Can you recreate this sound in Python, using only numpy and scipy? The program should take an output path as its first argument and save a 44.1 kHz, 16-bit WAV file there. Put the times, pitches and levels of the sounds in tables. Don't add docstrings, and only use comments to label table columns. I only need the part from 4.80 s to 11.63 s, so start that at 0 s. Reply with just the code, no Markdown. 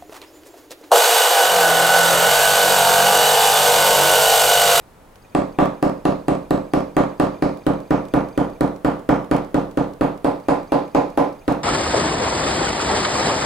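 import sys
import numpy as np
from scipy import signal
from scipy.fft import rfft, irfft, next_fast_len
from scipy.io import wavfile
from scipy.ndimage import uniform_filter1d, minimum_filter1d

SR = 44100
rng = np.random.default_rng(int(sys.argv[2]) if len(sys.argv) > 2 else 0)


def generate_wav(signal):
    frames = np.transpose(np.atleast_2d(signal))
    scaled = np.clip(frames, -1, 1) * 32767
    pcm = np.round(scaled).astype(np.int16)
    wavfile.write(sys.argv[1], SR, pcm)


N = 301281
AGE_S = np.arange(SR // 2) / SR
SIDES = np.array([[1], [-1]])

# t/s, strength/dB, contact hardness/dB
BLOWS = [(0.5495, -0.2, 1.2), (0.787, 2, 5), (1.0266, .5, .5), (1.253, 0.4, 0.7), (1.4823, -0.3, -0.6),
         (1.7076, -0.2, -1), (1.9356, 0.1, 0.4), (2.1667, 2, 3.5), (2.3984, .5, 2.5), (2.623, -0.4, -0.4),
         (2.866, 0.8, -.5), (3.107, 1, 1.3), (3.3382, 1.5, 1.5), (3.5763, -0.5, 0.5), (3.8085, .2, -.5),
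         (4.0471, -.1, 3), (4.2904, 2.5, 3), (4.5123, 0.6, 2), (4.7441, 0, 0), (4.973, -1, -0.5),
         (5.21, -0.5, 2.5), (5.4452, -1.5, 2), (5.6844, -1, 4.5), (5.9204, -1, 2.9), (6.148, 0, 3),
         (6.3749, -0.7, 3), (6.6793, -0.9, 3)]
# t/s, place (0 left, 1 middle, 2 right)
HAMMER_PATH = [(.55, 0.031), (2.3, 0.18), (2.62, 0.4), (2.87, 0.73), (3.3, 1), (5.1, 1.06), (5.45, 1.737),
               (6.38, 1.88), (6.68, 1.14)]
# f/Hz, left minus right/dB
ROOM_BALANCE = [(50, 4.5), (130, -2), (280, -2), (550, -4.5), (750, -5), (1200, -2.5), (3000, -2),
                (8000, 0)]
def hammer():
    out = np.zeros((2, N))
    places = [np.interp(t_s, *np.transpose(HAMMER_PATH)) for t_s, *_ in BLOWS]
    booms = bench_booms(places)
    rooms = np.array([diffuse_field() for _ in range(3)])
    balance = amp(SIDES * along(ROOM_BALANCE, freqs(len(AGE_S))) / 2)
    for (t_s, strength_db, hardness_db), place, boom in zip(BLOWS, places, booms):
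        force = blow_spectrum(strength_db, hardness_db, place)
        direct = colour(board_knock(place), force) + contact_click(place)
        room = irfft(rfft(boom + reverberation(rooms, place)) * balance, len(AGE_S))
        fibres = fibre_crunch()
        direct = colour(direct, fibres)
        room = colour(colour(room, force), fibres)
        add(out, t_s, direct + room)
        add_reflections(out, t_s, direct)
    return out


def blow_spectrum(strength_db, hardness_db, place):
    edge = max(place - 1, 0)
    hollow = [(hz, strength_db + db * edge) for hz, db in [(70, -5.5), (300, -0.5), (520, 3.5)]]
    upper_db = strength_db + hardness_db
    treble_db = -3 + 0.86 * hardness_db + 2.5 * abs(place - 1)
    return hollow + [(1100, upper_db), (2200, upper_db), (4500, treble_db)]


# f/Hz, t60/s, level/dB struck left, middle, right
BOARD_MODES = [(162.7, 0.057, -2, -5, -6), (291, 0.043, 5.5, 3.5, 3), (373, 0.036, 1, -3.5, -5),
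               (479, 0.02, -13, -14.5, -10), (722, 0.037, 1, -18.5, -6), (805, 0.051, -8, -40, 1),
               (1167, 0.066, -11.5, -35.5, -13), (1407, 0.031, -16, -15.5, -37),
               (1803, 0.02, -12.5, -16.5, -22.5), (2710, 0.017, -16.5, -31, -24),
               (3266, 0.025, -23.5, -31, -29), (4580, 0.014, -24.5, -26, -31)]
def board_knock(place, gain_db=-7, cushion_s=0.0013):
    modes = np.array([-np.sin(2 * np.pi * hz * AGE_S) * fade(t60_s) for hz, t60_s, *_ in BOARD_MODES])
    knock = amp(gain_db) * mode_gains(BOARD_MODES, place) @ modes
    knock *= 1 - np.exp(-(AGE_S / cushion_s) ** 2)
    return colour(knock, [(40, -13.5), (95, -11.5), (145, 0)])


# f/Hz, level/dB
CLICK_SPECTRUM = [(600, 8), (1500, 7.5), (3000, 8), (5500, -5.5), (8500, -1), (12000, -6.5), (16000, -19)]
def contact_click(place, gain_db=-26, edge_db=-3.5, scatter_db=1.4):
    click = stereo_noise(len(AGE_S), CLICK_SPECTRUM) * (fade(0.0091) + amp(-18) * fade(0.12))
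    level_db = gain_db + edge_db * max(place - 1, 0) + scatter_db * rng.standard_normal()
    return click * amp(level_db + SIDES * 1.1)


def fibre_crunch(bands=14, scatter_db=2.3):
    uneven_db = scatter_db * rng.standard_normal(bands)
    return [(1800, 0)] + list(zip(np.geomspace(2300, 14000, bands), uneven_db))


# f/Hz, level/dB struck left, middle, right
BOOM_MODES = [(59.8,-11,-9,-9), (129,-16,-8,-11), (159.8,-1,-1.5,-2.5), (181.8,-13,-29.5,-22),
              (194.25,3.5,2.5,-2.5), (228.3,-10.5,-14,-4.5), (253.6,-3.5,-17.5,-12), (272.1,1.5,2.5,6),
              (290.2,5.5,6.5,8.5), (310.5,-18,-4.5,-28), (324,-1,-11,-0.5), (351,-12,-2,-0.5),
              (375.2,-6,-10,-8), (409,-9,-7,-22), (472,-7,-3,-4.5), (502.8,3.5,-6,6), (528.4,1.5,-3,-3),
              (557,-2,-6,4), (576.7,3,-21,5), (661,-16,-23,-4), (718.4,-8,-15,-7.5), (740,-26,-22,-1),
              (799.7,-10,-19,-2.5), (820,-20,-15,-5), (851,-27,-13,1.5), (922,-9,-10,-4),
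              (1021,-25,-26,3.5), (1146,-10,-14.5,-41), (1190,-13.5,-9.5,-40), (1454,-46,-13,-43)]
def bench_booms(places, gain_db=-25, in_step_s=0.039):
    modes = []
    for hz, *_ in BOOM_MODES:
        common, side = rng.standard_normal(2)
        phase = common * (hz / 390) ** 3 + SIDES * side * min(hz / 550, 1) / 2
        envelope = swell(t60_s=0.27 * (300 / hz) ** 0.11, rise_s=0.015, hold_s=0.064)
        modes.append(envelope * np.cos(2 * np.pi * hz * (AGE_S - in_step_s) + phase))
    return [amp(gain_db) * np.tensordot(mode_gains(BOOM_MODES, place), modes, 1) for place in places]


# delay/s, level/dB, left minus right/dB
REFLECTIONS = [(0.0137, -19.5, 4), (0.0231, -11, -3), (0.0286, -11.5, 2.5), (0.0371, -14, 3),
               (.052, -12.5, -7.5), (.069, -11, -1)]
# f/Hz, level/dB
WALL_RESPONSE = [(60, -7.5), (200, -1.5), (1500, -2), (4000, -2.5), (8000, -4), (11000, -6), (15000, -19)]
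def add_reflections(out, t_s, direct):
    reflected = colour(direct, WALL_RESPONSE)
    for delay_s, level_db, pan_db in REFLECTIONS:
        add(out, t_s + delay_s, reflected * amp(level_db + SIDES * pan_db / 2))


def reverberation(rooms, place, gain_db=-22, fresh_gain=0.39):
    weights = np.sqrt(np.clip(1 - abs(place - np.arange(3)), 0, 1))
    return amp(gain_db) * (np.tensordot(weights, rooms, 1) + fresh_gain * diffuse_field())


# f/Hz, level/dB
DIFFUSE_SPECTRUM = [(30, -6.5), (60, -6.5), (92, -7), (140, 3), (300, -0.5), (550, 3), (850, -2.5),
                    (1200, -5), (1500, -14), (2200, -20.5), (3000, -27), (4400, -29.5), (5500, -33.5),
                    (9500, -39), (12500, -45.5), (16000, -59)]
# f/Hz, t60/s
ROOM_DECAY = [(50, 0.2), (150, 0.4), (500, 0.4), (1100, 0.33), (2500, 0.32), (5000, 0.35), (12000, 0.16)]
def diffuse_field():
    n = len(AGE_S)
    spectrum = rfft(stereo_noise(n, DIFFUSE_SPECTRUM))
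    centres_hz, decays_s = np.transpose(ROOM_DECAY)
    out = 0
    for share, t60_s in zip(np.eye(len(centres_hz)), decays_s):
        band_gain = along(np.column_stack([centres_hz, share]), freqs(n))
        out += irfft(spectrum * band_gain, n) * swell(t60_s, rise_s=0.0011, hold_s=0.063)
    return out


# t/s, level/dB
HEAD_RINGS = [(.787, -68), (1.253, -67), (1.482, -71), (1.707, -53)]
def steel_ring(hz=7890, t60_s=0.42):
    out = np.zeros((2, N))
    for t_s, level_db in HEAD_RINGS:
        add(out, t_s, amp(level_db) * np.sin(2 * np.pi * hz * AGE_S) * fade(t60_s))
    return out


# t/s, level/dB
SMALL_CLICKS = [(0.357, -43), (.856, -33), (1.095, -40), (3.285, -44), (4.565, -34), (6.723, -32.5)]
def small_clicks(gain_db=-3):
    out = np.zeros((2, N))
    envelope = fade(0.018) + amp(-18) * fade(0.16)
    for t_s, level_db in list(SMALL_CLICKS) + lift_ticks():
        noise = stereo_noise(len(AGE_S), [(500, 0), (2500, 3), (8000, -2.5), (13000, -10)])
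        add(out, t_s, noise * amp(level_db + gain_db) * envelope)
    return out


def lift_ticks(from_s=2.6, lag_s=0.15, jitter_s=0.012, level_db=-45, scatter_db=1.5):
    draws = rng.standard_normal((len(BLOWS), 2))
    ticks = [(t_s + lag_s + jitter_s * late, level_db - scatter_db * softer)
             for (t_s, *_), (late, softer) in zip(BLOWS, draws) if t_s > from_s]
    return [(t_s, db) for t_s, db in ticks if t_s < N / SR]


# start/s, end/s, period/s
CHIRP_SPELLS = [(.38, 2.5, 0.075), (2.5, 3.7, .041), (5.591, 6.67, .06)]
# f/Hz, level/dB, centre/s, half width/s
CHIRP_PIPS = [(4700, -58.5, 0.0456, 0.0046), (2416, -55.5, 0.072, 0.0095), (3600, -69, 0.091, 0.017),
              (6400, -70, 0.06, .025)]
def chirping(rough_rad=0.61, detune=0.0085, jitter_s=0.0027):
    out = np.zeros((2, N))
    for start_s, end_s, period_s in CHIRP_SPELLS:
        for t_s in np.arange(start_s, end_s, period_s):
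            sharp, louder, late = rng.standard_normal(3)
            waver = rough_rad * unit_rms(uniform_filter1d(rng.standard_normal(len(AGE_S)), size=60))
            for hz, level_db, centre_s, half_width_s in CHIRP_PIPS:
                tone = np.sin(2 * np.pi * hz * (1 + detune * sharp) * AGE_S + waver)
                envelope = np.exp(-((AGE_S - centre_s) / half_width_s) ** 2)
                add(out, t_s + jitter_s * late, tone * envelope * amp(level_db + 2 * louder))
    return out


# f/Hz, level/dB
NOISE_SPECTRUM = [(12, -28), (20, 4), (35, 1.5), (47, -15), (76, -3), (191, -9.5), (565, -10), (631, -12),
                  (906, -12.5), (2540, -27), (5230, -34), (10200, -34.5), (15500, -39)]
def room_noise(gain_db=-48.5):
    return amp(gain_db) * stereo_noise(N, NOISE_SPECTRUM)


# f/Hz, correlation
NOISE_LIKENESS = [(30, 0.79), (70, 1), (150, 1), (300, 1), (600, 0.86), (1200, 0.28), (2200, 0.5),
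                  (5000, 0.36), (9000, 0.52), (13000, 0.96)]
def stereo_noise(n, spectrum):
    hz = freqs(n)
    alike = np.clip(along(NOISE_LIKENESS, hz), 0, 1)
    mid, side = np.exp(2j * np.pi * rng.random((2, len(hz))))
    pair = mid * np.sqrt(1 + alike) + SIDES * side * np.sqrt(1 - alike)
    return unit_rms(irfft(pair * amp(along(spectrum, hz)), n))


def mode_gains(modes, place):
    return amp([np.interp(place, np.arange(3), row[-3:]) for row in modes])


def swell(t60_s, rise_s, hold_s):
    decay_time_s = np.hypot(AGE_S, hold_s) - hold_s
    return (1 - np.exp(-AGE_S / rise_s)) * np.exp(-np.log(1000) * decay_time_s / t60_s)


def fade(t60_s):
    return np.exp(-np.log(1000) * AGE_S / t60_s)


def colour(x, spectrum):
    n = x.shape[-1]
    size = next_fast_len(n + len(AGE_S) // 2) * 2
    cepstrum = irfft(np.log(amp(along(spectrum, freqs(size)))))
    cepstrum[1:size // 2] *= 2
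    cepstrum[size // 2 + 1:] = 0
    return irfft(rfft(x, size) * np.exp(rfft(cepstrum)))[..., :n]


def along(points, hz):
    points_hz, values = np.transpose(points)
    return np.interp(np.log(np.maximum(hz, 1)), np.log(points_hz), values)


def freqs(n):
    return np.arange(n // 2 + 1) * SR / n


def amp(db):
    return 10 ** (np.asarray(db) / 20)


def unit_rms(x):
    return x / np.sqrt(np.mean(x ** 2))


def add(out, t_s, x):
    i = max(int(t_s * SR), 0)
    out[:, i:i + x.shape[-1]] += x[..., :out.shape[1] - i]


def limiter(x, ceiling_db=-3, release_s=0.013, window_samples=64):
    release = np.arange(N) / SR / release_s
    overshoot = np.log(np.maximum(abs(x).max(axis=0) / amp(ceiling_db), 1))
    gain = np.exp(release - np.maximum.accumulate(overshoot + release))
    return x * uniform_filter1d(minimum_filter1d(gain, window_samples), window_samples)


def scene():
    background = room_noise()
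    return hammer() + steel_ring() + small_clicks() + chirping() + background


# f/Hz, phase/rad
MIC_PHASE = [(10, 0), (35, -0.47), (60, -0.26), (170, -0.67), (300, -0.59), (520, -1.24), (900, -0.59),
             (2500, 0.27)]
def record(dry, drive_db=1.23, cutoff_hz=16000):
    heard = irfft(rfft(dry) * np.exp(0.5j * SIDES * along(MIC_PHASE, freqs(N))), N)
    lowpass = signal.ellip(8, 0.2, 70, cutoff_hz, fs=SR, output="sos")
    return signal.sosfilt(lowpass, limiter(amp(drive_db) * heard))


dry = scene()
out = record(dry)
generate_wav(out)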